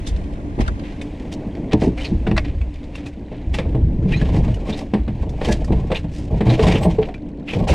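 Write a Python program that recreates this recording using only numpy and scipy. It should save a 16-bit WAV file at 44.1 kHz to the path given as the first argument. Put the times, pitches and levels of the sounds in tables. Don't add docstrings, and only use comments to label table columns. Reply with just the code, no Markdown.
import sys
import numpy as np
from scipy import signal
from scipy.fft import rfft, irfft, next_fast_len
from scipy.io import wavfile
from scipy.ndimage import uniform_filter1d, map_coordinates

SR = 44100
rng = np.random.default_rng(int(sys.argv[2]) if len(sys.argv) > 2 else 0)


def digitize_waveform(pressure):
    field = np.atleast_2d(pressure).T
    bounded = np.clip(field, -1, 1)
    quanta = np.round(bounded * 32767).astype(np.int16)
    wavfile.write(sys.argv[1], SR, quanta)


N = 341334
TIME = np.arange(N) / SR
RING = np.arange(SR // 2) / SR

# (time [s], thud level before the pitch loss [dB], crack re thud level [dB],
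# favoured pitch [Hz])
KNOCKS = [(0.579, -13.5, -44, 284), (0.587, -8.5, -23, 233), (1.731, -0.5, -25, 269), (1.816, -9, -17, 240),
          (1.821, -11, -24, 635), (1.837, -11, -28, 295), (1.869, -6, -57, 269), (2.111, -10, -48, 203),
          (2.268, -9.5, -13, 212), (2.312, -7.5, -22, 231), (3.316, -21, -22.5, 583),
          (3.585, -15.5, -5.5, 540), (3.599, -23, -18, 480), (3.653, -16.5, -32, 555),
          (3.746, -10, -22.5, 135), (4.056, -8.5, -48, 175), (4.152, -12.5, -48, 164),
          (4.213, -11, -31, 216), (4.343, -12, -18, 155), (4.364, -14.5, -18, 318), (4.478, -26, -6.5, 600),
          (4.688, -14.5, -19, 211), (4.935, -6.5, -14, 223), (5.077, -15.5, -16.5, 205),
          (5.413, -14.5, -13.5, 556), (5.472, -7.5, -27, 465), (5.485, -6.5, -22.5, 194),
          (5.504, -16, -20.5, 630), (5.702, -8, -30, 313), (5.72, -11, -16.5, 238),
          (5.902, -8.5, -24.5, 465), (5.915, -12.5, -5.5, 540), (6.041, -16, -24, 164),
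          (6.322, -13.5, -38, 149), (6.405, -7, -16, 220), (6.465, -6.5, -18, 119), (6.477, -7, -24.5, 430),
          (6.498, -16, -6.5, 600), (6.506, -15.5, -16, 325), (6.526, -12, -29, 200), (6.592, -8.5, -9, 433),
          (6.609, -12, -37, 237), (6.634, -15.5, -8.5, 1060), (6.646, -15.5, -17.5, 624),
          (6.665, -5.5, -16, 184), (6.682, -13, -23, 418), (6.735, -12.5, -18, 347),
          (6.757, -12.5, -13, 440), (6.8494, -6, -29, 620), (6.858, -9.5, -30, 450),
          (6.853, -14, -22.5, 900), (6.879, -11, -35, 159), (6.984, -4.5, -28, 430), (7.085, -23, -11, 720),
          (7.533, -16, -18, 457), (7.566, -18, -50, 143), (7.596, -15, -43, 190), (7.669, -13, -26, 790),
          (7.708, -9, -25, 143)]
# (time [s], level before a fixed cut [dB])
THUMPS = [(0.11, -9.5), (0.583, -6.5), (0.678, -13.5), (1.837, -16), (2.127, -6), (2.324, -6.5),
          (2.57, -10.5), (3.471, -11), (3.654, -7), (3.821, -6), (4.386, -9.5), (4.986, -11),
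          (5.194, -10.5), (5.501, -9), (5.715, -7), (6.304, -7), (6.465, -16), (6.619, -5), (7.688, -12)]
# (start [s], length [s], judder level [dB], grind re judder [dB])
SHOVES = [(3.46, 0.35, -31, -20.5), (3.713, 0.56, -22.5, -38), (4.191, 0.31, -20.5, -14),
          (4.506, 0.31, -35, -5), (5.142, 0.48, -30, -10.5), (5.668, 0.2, -23, -14.5),
          (6.299, 0.085, -24, -10.5), (6.445, 0.08, -21, -10), (6.576, 0.2, -21, -5),
          (6.795, 0.13, -20.5, -9), (6.991, 0.065, -32.5, -4.5), (7.552, 0.074, -17.5, -14),
          (7.667, 0.09, -30.5, 8.5)]
# (time [s], ring level [dB], body level [dB], tick level [dB], favoured pitch [Hz])
CLICKS = [(0.0677, -31.5, -60, -36, 3600), (0.6807, -36, -22, -49, 1800), (1.0133, -28, -54, -34.5, 2500),
          (1.7301, -18.5, -37, -49, 2720), (2.267, -30.5, -24, -48, 2670), (2.312, -24, -45, -53, 2620),
          (2.365, -26.5, -22, -32, 3900), (2.3769, -14, -12, -41.5, 4470), (2.38, -21, -19, -47, 2300),
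          (2.613, -31.5, -36, -51, 2450), (2.953, -26, -37, -38, 2900), (3.0627, -31.5, -57, -42, 2480),
          (3.542, -21.5, -40, -34, 3180), (3.586, -26.5, -46, -40, 3080), (4.213, -25, -31, -46.5, 1760),
          (4.541, -33, -59, -38.5, 2880), (5.292, -40, -60, -42.5, 3800), (5.412, -31.5, -27, -55, 1740),
          (5.643, -37.5, -35, -34, 2000), (6.668, -24.5, -44, -32, 3850), (7.1411, -30.5, -43, -47.5, 2350)]
# (time [s], level [dB], centre pitch [Hz], t60 [s])
SNAPS = [(0.163, -35, 2940, 0.048), (0.6804, -20.5, 3500, 0.0096), (0.796, -33.5, 2930, 0.039),
         (1.198, -36.5, 3570, 0.034), (1.327, -30, 4200, 0.032), (1.338, -29, 4800, 0.034),
         (1.552, -30, 2610, 0.024), (1.7325, -18, 3500, 0.025), (2.3774, -15.5, 2800, 0.0085),
         (2.3812, -9.5, 1980, .013), (2.45, -31, 2800, 0.012), (2.741, -38, 3500, .04),
         (2.84, -39.5, 3400, 0.038), (2.951, -34, 2900, 0.016), (3.5855, -20.5, 2960, 0.021),
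         (6.628, -18, 3040, 0.069), (6.83, -28.5, 3500, .035), (7.674, -35, 2960, 0.012)]
# (start [s], length [s], level before a fixed cut [dB], hiss re rasp [dB])
RASPS = [(0.061, 0.044, -39, 1.5), (0.589, 0.06, -29.5, -16), (0.638, 0.058, -32, -20.5),
         (0.823, 0.13, -36, -23.5), (1.312, 0.044, -36, -8), (1.71, 0.045, -23, -26),
         (1.784, 0.12, -33.5, -11), (1.963, 0.086, -30.5, -17.5), (2.003, 0.12, -33.5, -11),
         (2.437, 0.084, -32.5, -25.5), (2.923, 0.16, -40, -20.5), (3.044, 0.057, -39.5, -10),
         (3.266, 0.22, -43, -32), (3.527, 0.06, -27.5, -15), (3.561, 0.04, -35, -19),
         (4.042, 0.36, -35, -19), (4.107, 0.068, -32.5, -17), (4.343, 0.072, -37, -10.5),
         (4.663, 0.1, -28.5, -15), (4.755, 0.094, -34, -9.5), (5.411, 0.15, -28, -14),
         (5.445, 0.15, -36, -6.5), (5.51, 0.042, -29.5, -2), (5.932, 0.082, -32, -12.5),
         (6.097, 0.2, -43.5, -5.5), (6.476, 0.12, -25.5, -18), (6.591, 0.19, -26, -13),
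         (6.687, 0.12, -24.5, -18), (6.822, 0.041, -27, -15), (7.012, 0.057, -28, -41),
         (7.456, 0.12, -34.5, -14.5), (7.511, 0.056, -24.5, -19), (7.671, 0.057, -26.5, -6)]
# (start [s], length [s], level [dB], first pitch [Hz], last pitch [Hz], width [Hz])
CREAKS = [(0.056, 0.055, -40, 3730, 3300, 910), (1.974, 0.04, -35.5, 2300, 2110, 600),
          (2.006, 0.033, -35, 2530, 3580, 805), (2.036, 0.04, -30, 3020, 2250, 650),
          (2.038, 0.054, -34.5, 4430, 3930, 905), (2.359, 0.045, -27, 1890, 2090, 504),
          (3.607, 0.073, -49, 2310, 2280, 300), (4.11, 0.044, -31, 2350, 2900, 700),
          (4.72, 0.035, -33, 3500, 4000, 696), (5.479, 0.065, -33, 1670, 1730, 250),
          (5.516, 0.041, -35, 3440, 3900, 1200), (5.945, 0.037, -25.5, 2400, 2740, 650),
          (5.946, 0.04, -31.5, 3540, 3940, 1010), (6.491, 0.035, -32, 4000, 3900, 800),
          (6.664, 0.11, -32.5, 2370, 2000, 600), (6.745, 0.037, -27, 3050, 2640, 710),
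          (7.471, 0.068, -28, 2530, 2780, 900), (7.526, 0.024, -32, 2310, 2300, 250),
          (7.682, 0.048, -31, 2680, 2750, 250)]
# (start [s], length [s], level [dB], first pitch [Hz], last pitch [Hz])
SQUEAKS = [(4.119, 0.041, -26.5, 1840, 1985), (4.124, 0.042, -23.5, 2275, 2620),
           (4.163, 0.03, -34.5, 3850, 4200), (6.807, 0.065, -39, 7720, 8700)]
# (time [s], wash level [dB], fizz re wash [dB])
SEA = [(0, -30, 2), (.45, -34, 5.5), (.95, -33.5, 2.5), (1.5, -29, -1), (2, -32.5, 3.5), (2.75, -37.5, 6),
       (3.25, -33, -2.5), (4, -32.5, 0), (6.9, -35, -0.5), (7.25, -34, -7), (7.74, -35.5, 5)]
# (time [s], level before a fixed lift [dB])
SWELL = [(0.0, -27.5), (1.27, -33.5), (1.81, -31.5), (1.96, -28), (2.48, -23), (2.72, -31.5), (3.28, -35.5),
         (3.79, -23.5), (4.42, -18.5), (4.8, -33), (5.8, -22), (6.08, -29), (6.83, -23.5), (7.15, -34),
         (7.5, -39.5), (7.74, -16)]
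# (time [s], level [dB])
WIDTH = [(0, 1.5), (.75, 6), (1.05, -6), (1.3, -42), (7.74, -58)]

# (pitch [Hz], level [dB], t60 [s])
BOOM = [(42.5, -3.5, 0.3), (57, 2.5, 0.36), (76.6, 3, 0.21)]
HULL = [(120, -1, 0.34), (160.7, -1, 0.24), (184.5, -0.5, 0.19), (213, -1.5, 0.18), (243.4, -3.5, 0.095),
        (284.5, -4, 0.11), (324.3, -1.5, 0.19), (371.7, -5, 0.13), (434.3, -4.5, 0.14)]
PANEL = [(432.5, 3, 0.16), (484.2, 0, 0.15), (534, 2.5, 0.086), (619, 0, 0.14), (675, -4.5, 0.19),
         (752.4, -1, 0.12), (838.6, -4, 0.11), (900.4, -7.5, 0.21), (995, -7.5, 0.11), (1092, -9.5, 0.072)]
FRAME = [(1740, 1.5, 0.04), (1930, 5, 0.036), (2260, -8, 0.079), (2515, -3.5, 0.055), (2667, 4, 0.031),
         (2950, 0.5, 0.034), (3496, 5.5, 0.027), (3885, 6.5, 0.015), (4400, 0.5, 0.017), (5140, -4, 0.014),
         (5500, -11, 0.016)]
FRAME_BODY = [(646, -3, .05), (820, -3, .03), (985, -5, .03), (1135, -6, .045), (1310, -2, .02),
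              (1470, 0, .022)]
# (pitch [Hz], level [dB], width [Hz])
GROAN = [(430.5, -2.5, 8), (630, -5.5, 9.7)]

# (frequency [Hz], level [dB])
WASH = [(70, -22), (130, -6.5), (180, -2), (290, -2.5), (400, -11), (600, -14.5), (1000, -26.5),
        (1350, -41), (1900, -33.5), (2500, -34.5), (4000, -45), (8000, -54), (11000, -64), (15000, -79)]
RUMBLE = [(11, -32.5), (18, 2), (27, -5), (43, -1), (60, 0), (70, -2), (97, -5.5), (160, -14.5),
          (210, -37.5), (350, -120)]
CRACK = [(500, -21), (1100, 6.5), (1400, 0), (1900, 6.5), (2700, 0.5), (4000, -6), (6500, -23.5),
         (8500, -20.5), (11000, -38), (15000, -49)]
RASP = [(600, 12), (1400, -3.5), (2000, 6.5), (2800, 4), (4000, -3.5), (6000, -25.5), (9000, -57),
        (15000, -61)]
HISS = [(2500, -10), (5000, 6), (8000, -0.5), (10000, -7.5), (13000, -23.5), (15000, -22)]
RUSTLE = [(710, -37), (1200, -6), (2120, 1.5), (2280, 3), (2460, 2.5), (6310, -14), (7570, -15.5),
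          (12100, -35), (15500, -42.5)]
# (frequency [Hz], side level [dB])
SPREAD = [(60, -21.5), (110, -16), (200, -26), (380, -23), (700, -11.5), (1290, 3.5), (2380, -11),
          (4400, -9), (8120, 0), (15000, 0)]
# (delay [ms], gain [ratio])
WALLS = [(1.45, -0.051), (2.3, 0.0017), (3.7, 0.14), (5.9, 0.14), (8.6, -0.14), (13, 0.16)]

CLACK_DB, CLACK_PER_HARDNESS = -3, 0.32
CLACK_DB_PER_OCTAVE = 3.5
HULL_KNEE_HZ, HULL_LOSS_DB_PER_OCTAVE = 333, 6
BOOM_DB, LOW_BLOW_HZ = -15.5, 203
SHOVE_ATTACK_S, SHOVE_T60_S = 0.015, 0.25
CHATTER_RATE, CHATTER_DB = 60, 4
GROAN_DB, RUSTLE_DB = -7, -12.5
DRIFT_S, DRIFT_RATE = 0.003, 14
CLICK_CRACK_DB = -4
SNAP_WIDTH, SNAP_TOP_HZ = 1.3, 8500
STROKE_RISE, STROKE_CURVE = 0.26, 0.97
HANDLING_DB, HANDLING_SWING_DB = -62.5, 2
TOP_HZ = 15400


def amp(db):
    return 10 ** (np.asarray(db) / 20)


def unit(x):
    return x / np.sqrt(np.mean(x ** 2) + 1e-20)


def peaked(x):
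    return x / (np.abs(x).max() + 1e-20)


def curves(rows):
    s, *columns = np.transpose(rows)
    return [np.interp(TIME, s, column) for column in columns]


def wobble(rate):
    points = rng.standard_normal(int(N * rate / SR) + 4)
    return map_coordinates(points, [TIME * rate])


def filtered(x, response):
    n = x.shape[-1]
    padded = next_fast_len(n + SR // 4)
    spectrum = rfft(x, padded) * response(np.fft.rfftfreq(padded, 1 / SR))
    return irfft(spectrum, padded)[..., :n]


def shape(points):
    f, db = np.transpose(points)
    return lambda hz: amp(np.interp(np.log(hz + 1), np.log(f), db))


def resonance(hz, centre, width):
    return 1j * hz * width / (centre ** 2 - hz ** 2 + 1j * hz * width)


def body(modes, width_hz):
    def response(hz):
        return sum((-1) ** k * amp(db) * resonance(hz, f, width_hz) for k, (f, db, t60) in enumerate(modes))
    return response


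def add(track, s, sound):
    part = track[max(round(s * SR), 0):][:len(sound)]
    part += sound[:len(part)]


def ring(modes, scatter_db, attack, favoured_hz=1000, favour_db=0):
    hz, db, t60 = np.transpose(modes)[:, :, None]
    size, detune, side = rng.standard_normal((3, len(modes), 1))
    favour = favour_db * np.exp(-(np.log(hz / favoured_hz) / 0.12) ** 2)
    waves = np.sign(side) * np.sin(2 * np.pi * hz * (1 + 0.017 * detune) * RING)
    fading = amp(db + favour + scatter_db * size - 60 * RING / t60)
    return peaked(np.sum(waves * fading, axis=0) * (1 - np.exp(-RING / attack)))


def burst(spectrum, attack, t60, tail_db, tail_t60):
    noise = filtered(rng.standard_normal(len(RING)), shape(spectrum))
    rise = 1 - np.exp(-(RING / attack) ** 2)
    fade = amp(-60 * RING / t60) + amp(tail_db - 60 * RING / tail_t60)
    return peaked(noise * rise * fade)


def slips(n, rate, spread_db):
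    chance, size, side = rng.random(n), rng.standard_normal(n), rng.standard_normal(n)
    return (chance < rate / SR) * amp(spread_db * np.clip(size, -2, 2)) * np.sign(side)


def grit(n, rate, spread_db, grain_s):
    decay = np.exp(-1 / (grain_s * SR))
    puffs = signal.lfilter([1], [1, -decay], np.abs(slips(n, rate, spread_db)))
    return unit(puffs * rng.standard_normal(n))


def stroke(t, length_s, rise):
    turns = [0, np.clip(rise, .05, .95), 1, 2]
    return np.interp(t / length_s, turns, [0.021, 0.99, 0.075, 0.0043]) ** STROKE_CURVE


def cockpit(x):
    return x + sum(gain * np.interp(TIME - ms / 1000, TIME, x, left=0) for ms, gain in WALLS)


def drifting(x):
    return np.interp(TIME + DRIFT_S * wobble(DRIFT_RATE), TIME, x)


def knocks():
    out = np.zeros(N)
    for s, db, hardness_db, hz in KNOCKS:
        pitch_gain_db = CLACK_DB_PER_OCTAVE * np.log2(hz / LOW_BLOW_HZ)
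        clack_db = CLACK_DB + CLACK_PER_HARDNESS * hardness_db + pitch_gain_db
        hull_db = -HULL_LOSS_DB_PER_OCTAVE * max(np.log2(hz / HULL_KNEE_HZ), 0)
        thud = ring(HULL, scatter_db=4.0, attack=0.0038, favoured_hz=hz, favour_db=11.0)
        boom = ring(BOOM, scatter_db=-1.5, attack=0.023)
        clack = ring(PANEL, scatter_db=1.5, attack=0.0022, favoured_hz=hz, favour_db=11.5)
        crack = burst(CRACK, attack=0.0025, t60=0.058, tail_db=-13.5, tail_t60=0.3)
        add(out, s, amp(db + hull_db) * thud)
        add(out, s, amp(db + BOOM_DB) * boom)
        add(out, s, amp(db + clack_db) * clack)
        add(out, s, amp(db + hardness_db) * crack)
    return out


def thumps():
    out = np.zeros(N)
    for s, db in THUMPS:
        add(out, s, amp(db - 3.5) * ring(BOOM, scatter_db=-2.0, attack=0.018))
    return out


def shoves():
    judder, grind = np.zeros((2, N))
    for start, length_s, db, grind_db in SHOVES:
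        t = TIME - start
        coast_db = -60 * np.maximum(t - length_s, 0) / SHOVE_T60_S
        push = amp(db + coast_db) * np.clip(t / SHOVE_ATTACK_S, 0, 1)
        judder = np.maximum(judder, push)
        grind = np.maximum(grind, amp(grind_db) * push)
    return judder, grind


def drag():
    judder_gain, grind_gain = shoves()
    chatter = unit(amp(CHATTER_DB * np.clip(wobble(CHATTER_RATE), -2, 1)))
    judder = filtered(slips(N, rate=330, spread_db=3.5), body(HULL, width_hz=31.4))
    judder_colour = [(60, 6.5), (130, 3.5), (200, 1.5), (400, -10.0), (900, -24.0), (2000, -27.0)]
    judder = unit(filtered(judder, shape(judder_colour)))
    catches = chatter * slips(N, rate=250, spread_db=-2.5)
    grind = filtered(catches, body(PANEL, width_hz=36))
    grind_colour = [(200, -11.5), (450, 0), (1000, 1.5), (1400, -8.0), (4000, -27.5)]
    grind = unit(filtered(grind, shape(grind_colour)))
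    groan = unit(filtered(catches, lambda hz: sum(amp(db) * resonance(hz, f, width) for f, db, width in GROAN)))
    netting = filtered(grit(N, rate=1100, spread_db=31.0, grain_s=0.03), shape(RUSTLE))
    rustle = unit(chatter * netting)
    scrape = drifting(grind) + amp(GROAN_DB) * groan + amp(RUSTLE_DB) * cockpit(rustle)
    return judder_gain * drifting(judder) + grind_gain * scrape


def clicks():
    out = np.zeros(N)
    for s, db, body_db, tick_db, hz in CLICKS:
        frame = ring(FRAME, scatter_db=5.5, attack=0.0025, favoured_hz=hz, favour_db=12.5)
        crack = burst(CRACK, attack=0.0016, t60=0.024, tail_db=-22, tail_t60=0.14)
        dry_knock = ring(FRAME_BODY, scatter_db=3, attack=.001)
        tick = burst(HISS, attack=0.003, t60=0.034, tail_db=-16.0, tail_t60=0.2)
        add(out, s, amp(db) * frame)
        add(out, s, amp(db + CLICK_CRACK_DB) * crack)
        add(out, s, amp(body_db) * dry_knock)
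        add(out, s, amp(tick_db) * tick)
    return out


def snaps():
    out = np.zeros(N)
    for s, db, centre_hz, t60 in SNAPS:
        def response(hz):
            deadening = (1 + (hz / SNAP_TOP_HZ) ** 2) ** 2
            return resonance(hz, centre_hz, SNAP_WIDTH * centre_hz) ** 2 / deadening
        puff = rng.standard_normal(len(RING)) * amp(-60 * RING / t60)
        add(out, s, amp(db) * peaked(filtered(puff, response)))
    return out


def rasps():
    out = np.zeros(N)
    for start, length_s, db, hiss_db in RASPS:
        fibres = grit(len(RING), rate=800, spread_db=6.5, grain_s=0.004)
        broad = unit(filtered(fibres, shape(RASP)))
        hiss = unit(filtered(fibres, shape(HISS)))
        envelope = stroke(RING, length_s, STROKE_RISE)
        add(out, start, envelope * amp(db - 2.23) * (broad + amp(hiss_db) * hiss))
    return out


def creaks():
    out = np.zeros(N)
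    for start, length_s, db, first_hz, last_hz, width_hz in CREAKS:
        hz = np.interp(RING, [0, length_s], [first_hz, last_hz])
        turn = np.exp(2j * np.pi * np.cumsum(hz) / SR)
        pole = np.exp(-np.pi * width_hz / SR)
        impulses = slips(len(RING), rate=1500, spread_db=3.5)
        strand = signal.lfilter([1], np.poly([pole, pole]), impulses / turn)
        envelope = stroke(RING, length_s, STROKE_RISE)
        creak = envelope * np.real(strand * turn)
        add(out, start, amp(db) * unit(creak) * np.sqrt(np.mean(envelope ** 2)))
    return out


def squeaks():
    out, n = np.zeros(N), len(RING)
    for start, length_s, db, first_hz, last_hz in SQUEAKS:
        hz = np.interp(RING, [0, length_s], [first_hz, last_hz])
        rough_hz = hz * (1 + .035 * wobble(1100)[:n])
        phase = 2 * np.pi * np.cumsum(rough_hz) / SR
        catching = amp(5 * np.minimum(wobble(170)[:n], 0))
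        tone = np.sin(phase) + amp(-12) * np.sin(1.6 * phase)
        add(out, start, catching * stroke(RING, length_s, rise=0.5) * amp(db) * tone)
    return out


def handling():
    rustle = unit(filtered(grit(N, rate=270, spread_db=8.5, grain_s=0.0041), shape(RUSTLE)))
    return amp(HANDLING_DB + HANDLING_SWING_DB * np.minimum(wobble(22), 2)) * rustle


def bubbles(rate, centre_hz, cycles, spread_db):
    out, t = np.zeros(N), RING[:SR // 25]
    for when, pitch, size in rng.random((int(rate * N / SR), 3)):
        hz = centre_hz * 2 ** (1.7 * (pitch - .5))
        age = t * hz / cycles
        envelope = age * np.exp(-2 * age)
        tone = np.sin(2 * np.pi * hz * t * (1 + 0.012 * age))
        add(out, when * N / SR, amp(spread_db * size ** 3) * envelope * tone)
    return unit(out)


def sea():
    wash_db, fizz_db = curves(SEA)
    rumble_db, = curves(SWELL)
    noise = unit(filtered(rng.standard_normal(N), shape(WASH)))
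    slosh = filtered(noise, lambda hz: 1 / (1 + (hz / 1100) ** 4))
    fizz = noise - slosh
    slosh_gain = amp(1.2 * wobble(3.62) + 2.6 * np.minimum(wobble(28), 1))
    wash = slosh_gain * slosh + amp(fizz_db + 1.4 * wobble(3.5)) * fizz
    prickle = amp(-28.5) * bubbles(rate=230, centre_hz=2400, cycles=6, spread_db=12)
    rumble = unit(filtered(rng.standard_normal(N), shape(RUMBLE)))
    recent_power = np.abs(uniform_filter1d(rumble ** 2, size=SR // 10))
    rumble /= np.sqrt(recent_power + 0.085)
    return amp(wash_db) * (wash + prickle) + amp(rumble_db + 1.5 + 0.47 * wobble(17)) * rumble


def outboard():
    hum_hz = 291.6 * (1 + 0.011 * wobble(14))
    phase = 2 * np.pi * np.cumsum(hum_hz) / SR
    return amp(-39.0 + 5.3 * wobble(21)) * np.sin(phase)


def scene():
    close = cockpit(clicks() + snaps() + rasps() + creaks() + handling())
    mid = knocks() + thumps() + close + drag() + squeaks() + sea() + outboard()
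    width_db, = curves(WIDTH)
    lag_s = .0031

    def widening(hz):
        return shape(SPREAD)(hz) * 1j * np.sqrt(2) * np.sin(2 * np.pi * hz * lag_s)
    side = amp(width_db) * filtered(mid, widening)
    return np.array([mid + side, mid - side])


def record(dry):
    rounded = dry / (1 + np.abs(dry / .8) ** 6) ** (1 / 6)
    return filtered(rounded, lambda hz: hz < TOP_HZ)


dry = scene()
out = record(dry)
digitize_waveform(out)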